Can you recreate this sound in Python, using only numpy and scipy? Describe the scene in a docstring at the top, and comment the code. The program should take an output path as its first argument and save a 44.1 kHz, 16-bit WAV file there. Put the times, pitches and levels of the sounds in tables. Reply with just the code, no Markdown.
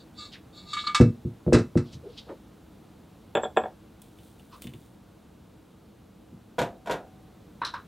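"""A metal kettle scrapes, clinks and is set down on a wooden table, close by in a small kitchen.
A lid is fitted on a ceramic teapot and its wrapped handle is raised; the pot lands twice on a wire
grill, and a gas burner's knob clacks and snaps its igniter. Each impact excites damped modes: a few
clear partials over a crowd of weaker ones, modelled as decaying noise. Sliding contact gives friction
noise, and ventilation hums softly throughout. The sound is nearly mono."""
import sys
import numpy as np
from scipy import signal
from scipy.fft import rfft, irfft, next_fast_len
from scipy.io import wavfile
from scipy.ndimage import map_coordinates

SR = 44100
rng = np.random.default_rng(int(sys.argv[2]) if len(sys.argv) > 2 else 0)


def persist_wave(psi):
    """Save psi, clipped to +-1, as 16-bit WAV."""
    counts = np.round(np.clip(psi, -1, 1) * 32767).astype(np.int16)
    wavfile.write(sys.argv[1], SR, np.atleast_2d(counts).T)


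N = 347067
TOP_HZ = 15830  # band limit
T = np.arange(SR * 3 // 5) / SR  # time within one contact, s


def amp(db):
    """Decibels to amplitude ratio."""
    return 10 ** (np.asarray(db) / 20)


def unit(x):
    """Normalisation to rms 1."""
    return x / np.sqrt(np.mean(x ** 2) + 1e-20)


def unit_onset(x):
    """Normalisation to rms 1 over the first 20 ms."""
    return x / np.sqrt(np.mean(x[:SR // 50] ** 2) + 1e-20)


def along(points, hz):
    """Interpolation of (frequency_hz, value) points on a log axis."""
    knots_hz, values = np.transpose(points)
    return np.interp(np.log(hz + 1), np.log(knots_hz + 1), values)


def wobble(rate):
    """Smooth random modulation with rate knots a second."""
    knots = rng.standard_normal(int(N * rate / SR) + 4)
    return map_coordinates(knots, [np.arange(N) * rate / SR])


def swell(peak_s, length_s):
    """A skewed Gaussian envelope that fades half as fast as it rises."""
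    u = (np.arange(N) / SR - peak_s) / length_s
    return np.exp(-np.minimum(np.where(u < 0, -4 * u, 2 * u), 10) ** 2)


def filtered(x, response):
    """Linear filtering: the spectrum times a frequency response."""
    n = x.shape[-1]
    size = next_fast_len(n + SR // 4)
    return irfft(rfft(x, size) * response(np.fft.rfftfreq(size, 1 / SR)), size)[..., :n]


def coloured(x, spectrum):
    """Spectral shaping by (frequency_hz, gain_db) points."""
    return filtered(x, lambda hz: amp(along(spectrum, hz)))


def resonated(x, peaks):
    """Forced response of parallel resonators of alternating polarity."""
    return filtered(x, lambda f: sum(
        (-1) ** k * amp(db) * 1j * f * width / (hz * hz - f * f + 1j * f * width)
        for k, (hz, width, db) in enumerate(peaks)))


def causal_pulse(spectrum, size=4096):
    """Minimum phase: the most compact causal pulse with a given spectrum."""
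    magnitude = amp(along(spectrum, np.fft.rfftfreq(size, 1 / SR)))
    cepstrum = irfft(np.log(magnitude))
    cepstrum[1:size // 2] *= 2
    cepstrum[size // 2 + 1:] = 0
    return irfft(np.exp(rfft(cepstrum)))


def dying_noise(decay, size=128):
    """Frequency-dependent damping of noise, set by (frequency_hz, t60_s) points."""
    hz, t, spectra = signal.stft(rng.standard_normal(len(T)), SR, nperseg=size)
    damping = amp(-60 * t / along(decay, hz)[:, None])
    return signal.istft(spectra * damping, SR, nperseg=size)[1][:len(T)]


def struck(contacts, modes, crowd, decay, cross_hz, ring_db, crack_db, rise_s, gain_db):
    """Modal superposition; a contact's body and edge are relative levels below and above cross_hz."""
    out = np.zeros(N + SR)
    hz, db, t60 = np.transpose(modes)[:, :, None]
    force = 1 - np.exp(-T / rise_s)  # builds as the surfaces press together
    partials = amp(db - 60 * T / t60) * np.sin(2 * np.pi * hz * T) * force
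    # a body radiates little below its lowest mode
    radiation = signal.butter(3, hz.min() * 3 / 4, "high", fs=SR, output="sos")
    partials = signal.sosfilt(radiation, partials)
    pulse = causal_pulse(crowd)
    crack = force * (1 + amp(crack_db - 60 * T / 0.025))
    bands = [signal.butter(4, cross_hz, kind, fs=SR, output="sos") for kind in ("low", "high")]
    common = dying_noise(decay)  # part of the crowd is the same wherever the object is hit
    for start_s, *levels in contacts:
        ring = amp(rng.normal(0, 2, len(modes))) @ partials
        dense = signal.fftconvolve((common + dying_noise(decay)) * crack, pulse)[:len(T)]
        blow = amp(ring_db) * unit_onset(ring) + unit_onset(dense)
        # a harder contact puts more of its energy above the crossover
        for band, band_db in zip(bands, levels):
            part = unit_onset(signal.sosfilt(band, blow))
            out[round(start_s * SR):][:len(T)] += amp(band_db + gain_db) * part
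    return out[:N]


def rebounding(blows, flight_s, dulling_db):
    """Inelastic rebound: one weaker, duller contact follows each blow."""
    contacts = []
    for start_s, body, edge, loss in blows:
        contacts.append((start_s, body, edge))
        contacts.append((start_s + flight_s, body - loss, edge - loss - dulling_db))
    return contacts


# spectrum of the moving air: frequency_hz, density_db
AIR_SPECTRUM = [(15, -31), (25, -26.5), (48, -2.5), (167, -2.5), (191, 0.5), (257, -8.5), (326, -10),
                (394, -13), (501, -14.5), (729, -16.5), (790, -17.5), (1460, -23), (1810, -28.5),
                (3900, -29.5), (4900, -34.5), (15000, -39.5)]
# duct resonances: pitch_hz, width_hz, gain_db
DUCT_MODES = [(126, 6.7, -8.5), (201.4, 14, 4), (244, 64, -0.5), (320, 18.8, 5), (459.5, 42, -6)]
# course of the draught: time_s, level_db
DRAUGHT_LEVELS = [(0, -52), (3.2, -52.5), (6.2, -54.5), (7.87, -52)]


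def ventilation():
    """Broadband flow noise with a soft drone from duct resonance."""
    rush = unit(coloured(rng.standard_normal(N), AIR_SPECTRUM))
    drone = amp(-6) * unit(resonated(rng.standard_normal(N), DUCT_MODES))
    level_db = np.interp(np.arange(N) / SR, *np.transpose(DRAUGHT_LEVELS))
    return (rush + drone) * amp(level_db)


# spectrum of the noise that differs between channels: frequency_hz, density_db
STRAY_SPECTRUM = [(15, -55), (25, -29), (278, -8.5), (363, -14), (438, -0.5), (709, -23.5), (978, -20.5),
                  (1420, -39.5), (15000, -41.5)]


def stray_noise():
    """Decorrelation: faint independent noise widens the background."""
    return amp(-65) * unit(coloured(rng.standard_normal(N), STRAY_SPECTRUM))


# decay of the diffuse tail: frequency_hz, t60_s
TAIL_DECAY = [(100, 0.034), (1000, 0.13), (5000, 0.22), (15000, 0.24)]


def smeared(x, delay_s=0.014):
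    """Convolution with decaying noise spreads each sound into a short diffuse tail."""
    tail = dying_noise(TAIL_DECAY)
    delayed = np.pad(x, (int(delay_s * SR), 0))
    return signal.fftconvolve(delayed, tail / np.linalg.norm(tail))[:N]


# rubs and squeaks of kettle, lid, hands and handle: peak_s, length_s, centre_hz, width_hz, level_db
RUBS = [(0.334, 0.049, 3560, 2180, -46.5), (0.349, 0.07, 2060, 1670, -51.5),
        (0.797, 0.048, 3700, 600, -34.5), (0.872, 0.016, 4300, 520, -27), (1.878, 0.11, 3800, 2000, -60),
        (1.935, 0.051, 4060, 4040, -51), (1.958, 0.11, 99, 90.5, -41.5), (2.061, 0.092, 441, 144, -40.5),
        (2.156, 0.3, 3630, 2000, -61), (2.184, 0.043, 3670, 1870, -42.5), (2.302, 0.082, 417, 330, -37.5),
        (2.297, 0.041, 910, 890, -47), (3.445, 0.037, 3410, 198, -39), (3.436, 0.046, 7620, 200, -48),
        (4.537, 0.077, 1095, 290, -51.5), (4.535, 0.067, 3440, 3000, -58)]


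def rubbing():
    """Sliding friction: each stroke is a swell of band-limited noise."""
    out = np.zeros(N)
    for peak_s, length_s, hz, width, db in RUBS:
        upper_hz = hz + width / 2
        band = signal.butter(2, [hz * hz / upper_hz, min(upper_hz, TOP_HZ)], "band", fs=SR, output="sos")
        out += amp(db) * swell(peak_s, length_s) * unit(signal.sosfilt(band, rng.standard_normal(N)))
    return out


# clicks of knob and igniter: start_s, body_db, edge_db, rebound_loss_db
KNOB_CLICKS = [(7.616, -25.5, -69, 4), (7.648, -39, -31, 1.5), (7.738, -30.5, -49.5, 7.5)]
# clear modes: pitch_hz, level_db, t60_s
KNOB_MODES = [(968, 18.5, .07), (1230, -12, .06), (1590, -1, 0.11), (1780, 5, 0.042), (3570, -14, 0.043),
              (5330, -6, 0.079)]
# crowd of weaker modes: frequency_hz, density_db
KNOB_CROWD = [(300, -13), (800, -14.5), (1000, 1), (1600, -2), (2100, -18), (3400, -14.5), (3950, -1),
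              (4700, -16), (5400, -12), (6800, -25), (10300, -27), (15000, -47)]


def burner():
    """Spring release: the knob clacks over its stop and the igniter snaps, each striking twice."""
    clicks = rebounding(KNOB_CLICKS, flight_s=0.016, dulling_db=6.5)
    return struck(clicks, KNOB_MODES, KNOB_CROWD, decay=[(1000, 0.19), (4000, 0.16), (12000, 0.067)],
                  cross_hz=2630, ring_db=-1, crack_db=-5.5, rise_s=0.0012, gain_db=-3)


# the pot's foot meets the wires: start_s, body_db, edge_db
POT_LANDINGS = [(6.583, -23.5, -41), (6.589, -22.5, -32.5), (6.616, -26.5, -37.5), (6.859, -42, -51.5),
                (6.872, -30.5, -47), (6.896, -24.5, -44), (6.91, -34.5, -34.5), (6.927, -28, -49.5)]
# clear modes: pitch_hz, level_db, t60_s
GRILL_MODES = [(158, -6, 0.3), (345, -39, .15), (508, 11.5, 0.2), (690, 13, 0.3), (747, 1, 0.28),
               (752, -8.5, 1.46), (950.4, 16.5, 0.18), (1430, 5, 0.26), (1646, -4, 0.21), (2290, -8, .15),
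               (2800, -24, 0.17), (3590, -14, 0.14), (7030, -11, 0.17), (12140, -22, .18)]
# crowd of weaker modes: frequency_hz, density_db
GRILL_CROWD = [(60, -8), (170, -3), (300, -2), (520, 5), (900, -1.5), (1150, -9), (1600, -8.5),
               (2000, -16.5), (3600, -15), (4800, -24), (7300, -24), (10500, -34.5), (11900, -25),
               (12700, -51)]


def grill():
    """Repeated impact: the pot's weight rattles the wire mesh on its sheet-metal supports."""
    return struck(POT_LANDINGS, GRILL_MODES, GRILL_CROWD,
                  decay=[(500, 0.31), (4000, 0.15), (12000, 0.13)],
                  cross_hz=2010, ring_db=-0.5, crack_db=-36.5, rise_s=0.00027, gain_db=-2.5)


# ticks in the handle's lugs: start_s, body_db, edge_db
HANDLE_TICKS = [(4.018, -85, -55), (4.186, -57.5, -74), (4.396, -59, -68.5), (4.621, -50.5, -49.5),
                (4.641, -52, -58.5), (4.67, -44.5, -63), (4.736, -51, -66)]
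# clear modes: pitch_hz, level_db, t60_s
HANDLE_MODES = [(1086, -13, 0.048), (2990, -15, 0.1), (3560, -11.5, 0.074)]
# crowd of weaker modes: frequency_hz, density_db
HANDLE_CROWD = [(400, 11), (1100, -9), (1900, 1), (3100, 6), (4800, -13.5), (9000, 0), (15000, -2.5)]


def handle():
    """Impulsive excitation: the teapot's handle ticks as it turns upright."""
    return struck(HANDLE_TICKS, HANDLE_MODES, HANDLE_CROWD, decay=[(1000, 0.21), (12000, 0.05)],
                  cross_hz=4860, ring_db=-9, crack_db=9, rise_s=0.00038, gain_db=-2)


# spectrum of fingers on the wrapping: frequency_hz, density_db
RUSTLE_SPECTRUM = [(800, 0), (2000, -4.5), (3500, 12), (5500, 1), (9000, 9), (13000, 2), (15500, 7)]


def wrapping(grip_s=3.99, release_s=4.97, fade_s=0.095):
    """Fibre friction: the handle's wrapping rustles while held, and snaps and creaks at each tick."""
    t = np.arange(N) / SR
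    held = np.clip(np.minimum(t - grip_s, release_s - t) / fade_s, 0, 1)
    strain = held * amp(-68 + 2.5 * wobble(12))
    snap = amp(10) * np.exp(-T / 0.00093)
    creak = amp(-4) * np.exp(-T / 0.028)
    for start_s, _, edge_db in HANDLE_TICKS:
        strain[round(start_s * SR):][:len(T)] += amp(edge_db) * (snap + creak)
    fibres = rng.standard_normal(N) * amp(4 * wobble(900))  # slips in tiny uneven bursts
    return strain * unit(coloured(fibres, RUSTLE_SPECTRUM))


# the lid meets the teapot's rim: start_s, body_db, edge_db, rebound_loss_db
LID_TAPS = [(3.351, -21.5, -32.5, 0.5), (3.433, -27.5, -66, 2), (3.564, -30.5, -53, 4),
            (3.57, -15.5, -34.5, 26), (3.636, -32.5, -61, 0.5)]
# clear modes: pitch_hz, level_db, t60_s
POT_MODES = [(230, -9, .16), (325, -13, .12), (461, -2, .11), (574, 0, .1), (744, -1, .12), (944, -7, .09),
             (1028, -7, .09), (1368, -16, .09), (1635, -11, .09), (1765, -13, .08), (2210, -19, .09),
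             (2490, -18, .09), (2600, -19, .08), (3420, -12, .1), (3490, -15, .09), (7230, -31, .08),
             (7600, -23, .13), (7660, -23, .13), (14950, -38, .15)]
# crowd of weaker modes: frequency_hz, density_db
POT_CROWD = [(100, -30.5), (300, -9.5), (500, 0), (800, 1), (1250, -11), (1750, -9), (2100, -24),
             (3000, -15.5), (3500, -7.5), (4100, -46), (5600, -53), (7500, -28), (8500, -48), (15000, -48)]


def lid():
    """Damped vibration: fingers hold the ceramic lid, so it knocks only briefly."""
    taps = rebounding(LID_TAPS, flight_s=0.019, dulling_db=6.5)
    return struck(taps, POT_MODES, POT_CROWD, decay=[(400, 0.24), (8000, 0.034)],
                  cross_hz=2080, ring_db=-0.5, crack_db=10.5, rise_s=0.00082, gain_db=-1.5)


# the kettle's loose parts collide: start_s, body_db, edge_db
CLACKS = [(.946, -28.5, -26.5), (1.008, -33.5, -40), (1.529, -31.5, -29.5), (1.543, -26.5, -34.5),
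          (1.584, -42, -43), (1.772, -40, -44)]
# clear modes: pitch_hz, level_db, t60_s
CLACK_MODES = [(1222, 1, 0.2), (1315, 11, 0.16), (1610, 8, 0.11), (2000, -7, 0.19), (2340, -14, 0.12),
               (2627, -1.5, 0.16), (3920, -13.5, 0.19), (5090, -12, 0.14), (5320, -9.5, 0.16),
               (5830, -7, 0.115)]
# crowd of weaker modes: frequency_hz, density_db
CLACK_CROWD = [(100, -59), (450, -33.5), (800, 7.5), (1300, 9), (2000, 5), (3100, -10.5), (4000, -2),
               (5700, -6), (8500, -8.5), (9500, -18), (10500, -24.5), (15000, -47)]


def loose_parts():
    """Rattling contact: each collision rings the kettle's loose parts."""
    return struck(CLACKS, CLACK_MODES, CLACK_CROWD, decay=[(1000, 0.18), (10000, 0.11)],
                  cross_hz=2830, ring_db=-1, crack_db=-17, rise_s=0.0011, gain_db=-2)


# blows on the table top: start_s, body_db, edge_db
THUMPS = [(1.001, -4.5, -14.5), (1.036, -14.5, -34), (1.078, -26.5, -58), (1.249, -21.5, -63),
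          (1.465, -16.5, -29.5), (1.479, -22, -23.5), (1.525, -14.5, -10.5), (1.541, -11, -20),
          (1.559, -27, -18), (1.591, -31, -27.5), (1.755, -11, -23), (3.351, -39, -28), (4.644, -35, -57),
          (4.665, -38, -59), (4.735, -40, -53), (6.32, -39.5, -73), (6.6, -31, -42)]
# clear modes: pitch_hz, level_db, t60_s
TABLE_MODES = [(82, -11, .15), (118, 0, .2), (160, -2, .14), (236, -2, .25), (354, -4.5, .22),
               (436, -11, .16), (482, -8, .17), (580, -15, .14)]
# crowd of weaker modes: frequency_hz, density_db
TABLE_CROWD = [(25, -40), (50, -20), (75, -1), (105, 11.5), (260, 4.5), (480, -2), (620, -2), (850, -20.5),
               (1500, -33.5), (4000, -54.5)]


def table_top():
    """Plate vibration: the wood thumps in its low modes, loudest under the kettle's base."""
    return struck(THUMPS, TABLE_MODES, TABLE_CROWD, decay=[(100, 0.26), (900, 0.15)],
                  cross_hz=302, ring_db=2.5, crack_db=-7.5, rise_s=0.00025, gain_db=-5.5)


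# light taps on the kettle: start_s, body_db, edge_db
CLINKS = [(0.731, -30.5, -34), (0.767, -27, -47), (0.838, -36, -56), (0.869, -25, -41.5), (0.893, -32, -59),
          (0.946, -19.5, -27.5)]
# clear modes: pitch_hz, level_db, t60_s
KETTLE_MODES = [(1202, 2, .22), (1237, -9, .13), (1424, -21, .1), (1692, -19, .21), (2048, -21, .12),
                (2245, -11, .2), (2688, -23, .22), (3455, -10, .11), (3650, -7, .11), (3788, -6, .12),
                (4373, -6, .11), (4502, -10, .09), (4650, -8, .1), (5346, -16, .12), (7332, -19, .09),
                (8107, -25, .12)]
# crowd of weaker modes: frequency_hz, density_db
KETTLE_CROWD = [(300, -30.5), (800, -22), (1250, 0), (1900, -8.5), (2400, -13.5), (3000, -2), (3700, 3),
                (4600, -21), (6000, -9), (7600, -4), (10000, -24.5), (15000, -37)]


def kettle_clinks():
    """Free vibration: the metal shell rings on after each tap."""
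    return struck(CLINKS, KETTLE_MODES, KETTLE_CROWD, decay=[(1000, 0.12), (10000, 0.2)],
                  cross_hz=2700, ring_db=9, crack_db=-22, rise_s=0.0025, gain_db=-2.5)


# slides of the kettle: peak_s, length_s, relative_level_db
SCRAPES = [(0.003, 0.053, -52), (0.213, 0.13, -37.5), (0.58, 0.13, -46), (0.717, 0.15, -39.5),
           (0.81, 0.15, -39)]
# spectrum of the sliding hiss: frequency_hz, density_db
SCRAPE_HISS = [(1000, -16.5), (2800, -33.5), (4000, 2.5), (5500, -22.5), (7200, -11.5), (10000, -33),
               (15000, -53)]


def kettle_scrapes(catch_db=2, catches_per_s=70):
    """Stick-slip friction: tiny slips of metal on metal keep the kettle's modes sounding."""
    slips = rng.standard_normal(N) * amp(0.78 * wobble(300) + catch_db * wobble(catches_per_s))
    # a mode's width follows from its decay; sliding favours the upper ones
    ring = resonated(slips, [(hz, np.log(1000) / np.pi / t60, db) for hz, db, t60 in KETTLE_MODES])
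    ring = coloured(ring, [(1200, -3), (1700, 4), (2250, -2), (2700, 13),
                           (3400, 6.5), (4500, 3.5), (8000, 3)])
    hiss = unit(coloured(rng.standard_normal(N), SCRAPE_HISS))
    strokes = sum(amp(db) * swell(peak_s, length_s) for peak_s, length_s, db in SCRAPES)
    return amp(-4.5) * (unit(ring) + amp(-5) * hiss) * strokes


def scene():
    """Mid-side stereo: only a faint, low, smeared copy of the knocks and a little noise differ."""
    kettle = kettle_clinks() + table_top() + loose_parts() + kettle_scrapes()
    teapot = lid() + handle() + wrapping()
    direct = kettle + teapot + grill() + burner() + rubbing()
    walls = amp(-15) * smeared(direct)
    mid = direct + walls + ventilation()
    side = coloured(smeared(direct), [(100, -63), (350, -40), (700, -55.5), (1500, -75), (12000, -53)])
    side += stray_noise()
    return np.array([mid + side, mid - side])


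def record(dry):
    """Band limiting and clipping: deep bass is shed, peaks stop at full scale, the top is cut."""
    lean = signal.sosfilt(signal.butter(2, 35, "high", fs=SR, output="sos"), dry)
    return filtered(np.clip(lean, -1, 1), lambda hz: hz < TOP_HZ)


dry = scene()
out = record(dry)
persist_wave(out)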